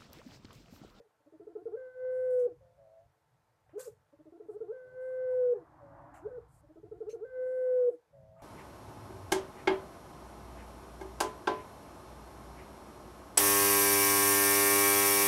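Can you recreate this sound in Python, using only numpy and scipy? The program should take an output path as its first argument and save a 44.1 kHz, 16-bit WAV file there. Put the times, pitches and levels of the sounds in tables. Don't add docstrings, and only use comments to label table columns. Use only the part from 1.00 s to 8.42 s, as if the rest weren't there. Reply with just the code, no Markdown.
import sys
import numpy as np
from scipy import signal
from scipy.io import wavfile
from scipy.ndimage import uniform_filter1d

SR = 44100
rng = np.random.default_rng(int(sys.argv[2]) if len(sys.argv) > 2 else 0)


def output_pcm(signal):
    pcm = np.clip(np.atleast_2d(signal).T, -1, 1) * 32767
    wavfile.write(sys.argv[1], SR, np.round(pcm).astype(np.int16))


def field_ratio(decibels):
    return 10 ** (np.asarray(decibels, dtype=float) / 20)


N = 327222


def evened(x):
    return x / np.sqrt(np.mean(x ** 2) + 1e-20)


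def add(mix, s, sound):
    part = mix[round(s * SR):][:len(sound)]
    part += sound[:len(part)]


def columns(rows):
    s, *cols = np.transpose(rows)
    t = np.arange(s[0], s[-1], 1 / SR)
    return s[0], [np.interp(t, s, c) for c in cols]


def resonate(x, hz, width):
    turn = np.exp(2j * np.pi * np.cumsum(hz * np.ones(len(x))) / SR)
    r = np.exp(-np.pi * width / SR)
    smooth = signal.lfilter([1 - r], [1, -r], x / turn + 1e-18)
    return 2 * (turn * smooth).real


def noise(points, patchy_db, size=1024):
    hz, (f, level) = np.fft.rfftfreq(size, 1 / SR), np.transpose(points)
    a, b, patches = rng.standard_normal((N * 4 // size + 5, len(hz), 3)).T
    patches = uniform_filter1d(patches, size=6, axis=0)
    patches = evened(uniform_filter1d(patches, size=8, axis=1))
    colour_db = np.interp(np.log(hz + 1), np.log(f + 1), level, left=-120, right=-120)
    frames = (a + 1j * b) * field_ratio(colour_db[:, None] + patchy_db * patches)
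    return evened(signal.istft(frames, nperseg=size, noverlap=size * 3 // 4)[1][:N])


def voice(hz, partials_db, rise, fall):
    turns, t = np.cumsum(hz) / SR + rng.random(), np.arange(len(hz)) / SR
    ends = np.minimum(t / rise, 1) * np.minimum(t[::-1] / fall, 1)
    partials = sum(field_ratio(db) * np.sin(2 * np.pi * (k + 1) * turns) for k, db in enumerate(partials_db))
    return np.sqrt(2) * ends * partials


def held_notes():
    # start_s, pitch_hz, level_db
    held = [
        [(0.765, 519, -45.5), (0.875, 510, -45.8), (0.935, 507.6, -61), (0.965, 508.3, -46), (1.05, 510, -35),
         (1.2, 510.9, -32.4), (1.28, 507.5, -30.7), (1.38, 500.5, -27.8), (1.46, 487, -26.8)],
        [(3.722, 518, -46.5), (3.86, 506.5, -51.4), (3.905, 509.5, -59.9), (3.985, 511, -41.8),
         (4.07, 515.2, -38.4), (4.22, 511.7, -34.6), (4.38, 505.1, -29.4), (4.5, 490.1, -25.6),
         (4.527, 482.2, -25.6)],
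        [(6.245, 515, -43.3), (6.285, 516.5, -59), (6.335, 511.5, -43.8), (6.4, 508.8, -34.5),
         (6.54, 512, -33.6), (6.72, 506.1, -28.6), (6.79, 501.6, -27.1), (6.868, 490, -25.2),
         (6.886, 482.4, -23.8)],
    ]
    even_db = [-21, -17]
    # freq_hz, level_db (per Hz)
    breath = [(230, -16), (300, -5.5), (370, -15), (440, -2), (580, -2.5), (660, -8.5), (1050, -8.5),
              (4000, -36)]
    stop_s, fall_s = 0.017, 0.011
    out, air = np.zeros(N), noise(breath, 2.2)
    for rows in held:
        s, curves = columns(rows)
        curves = [np.pad(c, (0, round(stop_s * SR)), "edge") for c in curves]
        hz, first_db = (uniform_filter1d(c, size=500) for c in curves)
        full = np.clip(1 + (np.maximum.accumulate(first_db) + 39) / 11, 0, 1)
        sag_db = 0.63 * np.maximum(509.6 - hz, 0) ** 1.08
        third_db = -64.5 + 6 * full - full * sag_db
        waver = uniform_filter1d(rng.standard_normal(len(hz)), size=500)
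        hz = hz * (1 + 0.04 * waver)
        flutter = uniform_filter1d(rng.standard_normal(len(hz)), size=200)
        shimmer_db = 0.35 * evened(uniform_filter1d(flutter, size=200))
        first_db = first_db + 0.3 + shimmer_db
        third_db = third_db + 3 * shimmer_db
        second_db = third_db + even_db[0]
        fourth_db = third_db + even_db[1] + 8 * (full - 1)
        add(out, s, voice(hz, [first_db, second_db, third_db, fourth_db], 0.0051, fall_s))
        puff = field_ratio(-53.5 + 0.45 * first_db) * signal.windows.tukey(len(hz), 0.06)
        add(out, s, puff * air[round(s * SR):][:len(hz)])
    return out


def short_voice(hz):
    partials_db = [-3, -12.5, -28, -20.5]
    partials_tilt_db = [6, -7.5, 13, -13]
    low_hz, rise_s = 340, 0.012
    t = np.arange(len(hz)) / SR
    late_db = -14 * np.maximum(1 - t / rise_s, 0)
    flutter_db = 3.5 * np.sin(2 * np.pi * (t * rng.uniform(18, 30) + rng.random()))
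    upper_db = late_db + flutter_db
    levels = [db + tilt_db * (hz - low_hz) / 100 + (k > 0) * upper_db
              for k, (db, tilt_db) in enumerate(zip(partials_db, partials_tilt_db))]
    return voice(hz, levels, 0.0021, 0.005)


def ripple_pitch(length, start, end):
    u = np.linspace(0, 1, round(length * SR))
    dip_hz = 351 - 78 * np.exp(-(length / 0.043) ** 1.9)
    snap = np.exp(-(u / min(0.24 / length, 0.24)) ** 5.7)
    climb = np.maximum(1 - (1 - u) / 0.39, 0) ** 0.63
    scoop_hz = 77 * np.exp(-u * length / 0.0046)
    return dip_hz + (start - dip_hz) * snap + (end - dip_hz) * climb - scoop_hz


def short_notes():
    # start_s, length_s, start_hz, end_hz, effort_db
    ripple = [(0.203, 0.0079, 330, 291, -66.5), (0.259, 0.024, 282, 327, -64),
              (0.322, 0.039, 409, 306, -63), (0.396, 0.058, 427, 363, -58.5), (0.467, 0.061, 462, 351, -58),
              (0.551, 0.075, 452, 368, -52), (0.654, 0.106, 478, 483, -51.5),
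              (3.124, 0.021, 280, 332, -64.5), (3.188, 0.029, 344, 322, -63),
              (3.254, 0.037, 393, 294, -62.5), (3.321, 0.057, 385, 360, -56.5),
              (3.397, 0.065, 459, 340, -59.5), (3.484, 0.088, 446.4, 441, -54),
              (3.603, 0.12, 466, 480, -52.5), (5.624, 0.031, 279, 275, -71.5),
              (5.687, 0.034, 343, 330, -64.5), (5.756, 0.043, 403, 374, -60),
              (5.83, 0.059, 440, 376, -59.5), (5.912, 0.075, 464, 367, -56),
              (6.003, 0.094, 467, 466, -52.5), (6.128, 0.12, 477, 480, -54)]
    # start_s, pitch_hz, effort_db
    short_calls = [
        [(2.729, 286, -62.5), (2.761, 416, -51), (2.778, 405, -50), (2.778, 496, -57), (2.808, 516.3, -55),
         (2.852, 504, -69), (2.875, 500, -53.5), (2.877, 420, -56), (2.893, 402, -60.5)],
        [(5.218, 289.7, -64.5), (5.26, 429.7, -48), (5.27, 432, -54.5), (5.274, 540.4, -60.5),
         (5.295, 511, -68.5), (5.318, 501, -57), (5.375, 496, -53.5), (5.389, 400, -56)],
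    ]
    # start_s, pitch_hz, effort_db
    drops = [
        [(0, 488, -62), (.03, 467, -102), (.07, 412, -74)],
        [(1.464, 447, -56.5), (1.488, 371, -49.5), (1.53, 315, -67)],
        [(4.53, 444, -57.5), (4.57, 393, -49.5), (4.63, 316.6, -61.5)],
        [(6.888, 457, -60), (6.912, 369, -52.5), (6.955, 306, -65)],
    ]
    # freq_hz, width_hz, gain_db
    coop = [(319.2, 25, 13), (428.6, 32.5, 13), (466, 27.9, 10.5), (563.6, 28, 18.5), (717, 14, -1.5),
            (828, 21, 6.5), (1290, 21, 0.5), (1524, 24, -2.5)]
    out = np.zeros(N)
    for s, length, start, end, db in ripple:
        add(out, s, field_ratio(db) * short_voice(ripple_pitch(length, start, end)))
    for rows in short_calls + drops:
        s, (hz, db) = columns(rows)
        add(out, s, field_ratio(db) * short_voice(uniform_filter1d(hz, size=300)))
    return sum(field_ratio(db) * resonate(out, hz, width) for hz, width, db in coop)


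def growl():
    # start_s, length_s, pulse_rate_hz, level_db, throat_start_hz
    growls = [
        (1.6, 0.2, 168, -63, 555),
        (1.77, 0.307, 107, -58, 580),
        (4.797, 0.342, 109.8, -56.5, 562),
        (7.121, 0.37, 106.7, -57.5, 565.5),
    ]
    out = np.zeros(N)
    for s, length, rate_hz, db, start_hz in growls:
        t = np.arange(0, length, 1 / SR)
        hz = rate_hz * (1 + 0.074 * np.exp(-t / 0.0511) + 0.1 * (t / length) ** 3)
        throat_hz = start_hz + 244 * t
        jitter = 0.18 * uniform_filter1d(rng.standard_normal(len(hz)), size=300)
        turns = np.cumsum(hz * (1 + jitter)) / SR
        sound = sum(np.cos(2 * np.pi * k * turns) for k in range(3, 13))
        sound = sound + 3.5 * (turns % 1 < 0.5) * rng.standard_normal(len(hz))
        for width_hz in (125, 160, 170):
            sound = resonate(sound, throat_hz, width_hz)
        chest = field_ratio(-18.5) * np.sin(2 * np.pi * turns)
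        level = field_ratio(db - 3 * np.sin(np.pi * t / length))
        ends = np.minimum(t / 0.025, 1) * np.minimum(t[::-1] / 0.09, 1)
        add(out, s, level * (evened(sound) + chest) * ends)
    return out


def side_tones():
    # start_s, length_s, pitch_hz, level_db
    tones = [
        (3.797, .2, 408, -69.5),
        (3.793, 0.17, 596, -70.5),
        (6.298, .56, 311.7, -71.5),
    ]
    out = np.zeros(N)
    for s, length, hz, db in tones:
        t = np.arange(0, length, 1 / SR)
        tone = resonate(np.sin(2 * np.pi * hz * t) + 12 * rng.standard_normal(len(t)), hz, 14)
        add(out, s, field_ratio(db) * evened(tone) * signal.windows.tukey(len(t), 0.4))
    return out


def wall(x):
    echo_s, echo_db = 0.0515, -19.5
    out = np.zeros(N)
    for k in (1, 2, 3):
        add(out, k * echo_s, field_ratio(k * echo_db) * resonate(x, 480, 120))
    return out


def yard(x):
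    t60_s, spacing = 0.3, 22
    taps = np.zeros(SR // 2)
    at = np.arange(200, len(taps) - spacing, spacing)
    signs = rng.choice([-1., 1.], len(at))
    taps[at + rng.integers(0, spacing, len(at))] = signs * field_ratio(-60 * at / SR / t60_s)
    return signal.fftconvolve(x, taps / np.linalg.norm(taps))[:N]


def scuffs():
    # start_s, level_db, stroke_s, t60_s, low_band_db
    brushes = [
        (1.39, -70.5, 0.014, 0.17, 0),
        (2.694, -99.5, 0.005, 0.36, 28.5),
        (2.774, -68, .045, .064, .5),
        (2.792, -52, 0.017, .23, -14),
        (2.833, -66.5, 0.044, .11, -5.5),
        (5.136, -71, .04, .15, 9.5),
        (6.093, -76.5, .063, 0.056, -15),
        (7.363, -86, 0.13, .1, 16),
    ]
    # freq_hz, level_db (per Hz)
    bright = [(1760, -46.5), (3000, -17.5), (3420, -11.5), (4880, -8.5), (5420, -7), (7440, 2.5),
              (8200, -1), (13700, -10), (14200, 0)]
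    # freq_hz, level_db (per Hz)
    dull = [(400, -27), (600, -5), (1100, 6.5), (1800, -1), (2800, -5.5), (4500, -41)]
    high, low = noise(bright, 2.5, size=256), noise(dull, 2.5, size=256)
    out, t = np.zeros(N), np.arange(SR // 3) / SR
    for s, db, stroke, t60, low_db in brushes:
        brush = (high + field_ratio(low_db) * low)[round(s * SR):][:len(t)]
        swell = np.minimum(t / (0.32 * stroke), 1)
        shape = swell * field_ratio(db - 60 * np.maximum(t - stroke, 0) / t60)
        add(out, s, brush * shape[:len(brush)])
    return out


def wire_drag():
    # freq_hz, width_hz, level_db
    wire = [(2630, 230, -1), (4120, 69, 2), (5630, 42, 4), (6260, 23, 13), (9030, 35, -18),
            (10300, 170, -33)]
    start_s, length_s, level_db = 6.094, 0.045, -72
    out, t = np.zeros(N), np.arange(SR // 3) / SR
    drag = rng.standard_normal(len(t)) * field_ratio(-13 * (t / length_s) ** 2)
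    wires = sum(field_ratio(db) * resonate(drag, hz, 2.7 * width) for hz, width, db in wire)
    add(out, start_s, field_ratio(level_db) * evened(wires))
    return out


def knocks():
    # start_s, pitch_hz, level_db, t60_s
    toes = [
        (2.694, 590, -57, .03),
        (2.694, 1900, -64, .02),
        (2.705, 1000, -66, .03),
        (2.665, 760, -66, .08),
        (7.365, 1240, -63, .12),
        (7.37, 900, -64, .15),
        (7.4, 1150, -58, .06),
        (7.403, 880, -58, .06),
    ]
    out, t = np.zeros(N), np.arange(SR // 10) / SR
    for s, hz, db, t60 in toes:
        strike = np.minimum(t / 0.00033, 1)
        add(out, s, field_ratio(db - 60 * t / t60) * strike * np.sin(2 * np.pi * hz * t))
    return out


def feathers():
    # start_s, length_s, level_db, rise_share
    rustle = [
        (1.085, .24, -81, 0.28),
        (1.296, .17, -74, 0.075),
        (3.477, 0.089, -81, 0.51),
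        (3.988, .2, -84.5, 0.16),
        (4.26, .29, -84.5, 0.17),
        (5.477, 0.14, -75, 0.52),
        (6.375, 0.61, -81.5, 0.17),
    ]
    # freq_hz, level_db (per Hz)
    feather = [(2650, -41), (4500, -12.5), (6060, -13.5), (7440, -3), (8390, 0), (10100, -3), (11000, -6.5),
               (14200, -11.5)]
    gain = np.zeros(N)
    for s, length, db, rise in rustle:
        u = np.linspace(0, 1, round(length * SR))
        edge = np.maximum(1 - u / rise, 0.34 * (u - rise) / (1 - rise))
        add(gain, s, field_ratio(db - 11 * edge) * signal.windows.tukey(len(u), 0.15))
    return gain * noise(feather, 1.3, size=256)


def wind_gusts():
    # peak_s, half_width_s, level_db
    gusts = [(0.0, 0.01, -60), (0.42, .08, -74.5), (0.72, 0.16, -77), (1.0, .1, -81.5), (1.2, 0.11, -71),
             (1.42, 0.15, -71), (1.6, 0.07, -70.5), (1.8, 0.14, -73), (2.07, .035, -67),
             (2.35, 0.098, -76.5), (2.7, 0.12, -72), (2.921, 0.1, -70.5), (3.25, 0.096, -72.5),
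             (3.6, 0.14, -71.5), (3.95, 0.15, -71.5), (4.352, 0.23, -67), (4.599, 0.018, -64),
             (4.95, 0.22, -60.5), (5.27, 0.059, -63), (5.501, 0.22, -65.5), (5.9, 0.081, -60),
             (6.08, 0.19, -67.5), (6.451, 0.17, -78), (6.799, .1, -73), (7.24, 0.083, -58.5),
             (7.38, 0.091, -64)]
    # freq_hz, level_db (per Hz)
    rumble = [(25, -42), (42, -19), (59, -4.5), (111, 2), (161, -0.5), (199, -24), (230, -11), (300, -43.5),
              (510, -120)]
    t, wind = np.arange(N) / SR, noise(rumble, 2., size=2048)
    calm_db = -86.5
    gain = field_ratio(calm_db) + sum(field_ratio(db) * np.exp(-((t - s) / width) ** 2) for s, width, db in gusts)
    boom = field_ratio(-8.5) * resonate(wind, 113, 19)
    return gain * evened(wind + boom)


def vehicle():
    # freq_hz, level_db (per Hz)
    road = [(120, -43.5), (200, -17.5), (232, -22), (306, 4), (435, -33), (530, -9.5), (640, 0),
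            (1090, -2.5), (1710, -14.5), (4000, -58), (5200, -82), (8800, -120)]
    # freq_hz, level_db (per Hz)
    engine = [(30, -50), (45, -18), (58, 2), (85, -3.5), (120, -32.5)]
    pass_s, near_db_per_s, away_db_per_s, round_s = 5.144, 16.5, 43, 0.18
    t = np.arange(N) / SR
    slope_db = np.where(t < pass_s, near_db_per_s, away_db_per_s) * abs(t - pass_s)
    slope_db = uniform_filter1d(slope_db, round(round_s * SR))
    tyres = field_ratio(-55.5 - slope_db) * noise(road, 2.)
    swell = field_ratio(-66) * np.exp(-((t - 5.5) / 0.75) ** 2)
    return tyres + swell * noise(engine, 1.4, size=2048)


def far_motor():
    # freq_hz, level_db
    tones = [(325, -94), (441, -91.5), (886, -89), (1108, -98.5), (1327, -95.5)]
    t, out = np.arange(N) / SR, np.zeros(N)
    for hz, db in tones:
        drive = evened(np.sin(2 * np.pi * hz * t) + 9 * rng.standard_normal(N))
        out += field_ratio(db) * 14 * resonate(drive, hz, 8.2)
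    return out


def night_hiss():
    # freq_hz, level_db (per Hz)
    floor = [(120, -53), (200, -14.5), (373, -25), (438, -9), (626, -9), (817, -9.5), (1010, -10.5),
             (1130, -14), (1280, -16), (1550, -14.5), (2220, -21), (2700, -25.5), (14200, -33.5)]
    return field_ratio(-77.5) * noise(floor, 1.2)


def scene():
    dove = held_notes() + short_notes() + growl() + side_tones()
    dove = dove + wall(dove) + field_ratio(-26) * yard(dove)
    bird_moves = scuffs() + wire_drag() + knocks() + feathers()
    night = wind_gusts() + vehicle() + far_motor() + night_hiss()
    return (dove + bird_moves + night)[None]


def roll_off(x):
    return signal.sosfilt(signal.butter(12, 14320, fs=SR, output="sos"), x)


def record(dry):
    return roll_off(dry)


dry = scene()
out = record(dry)
output_pcm(out)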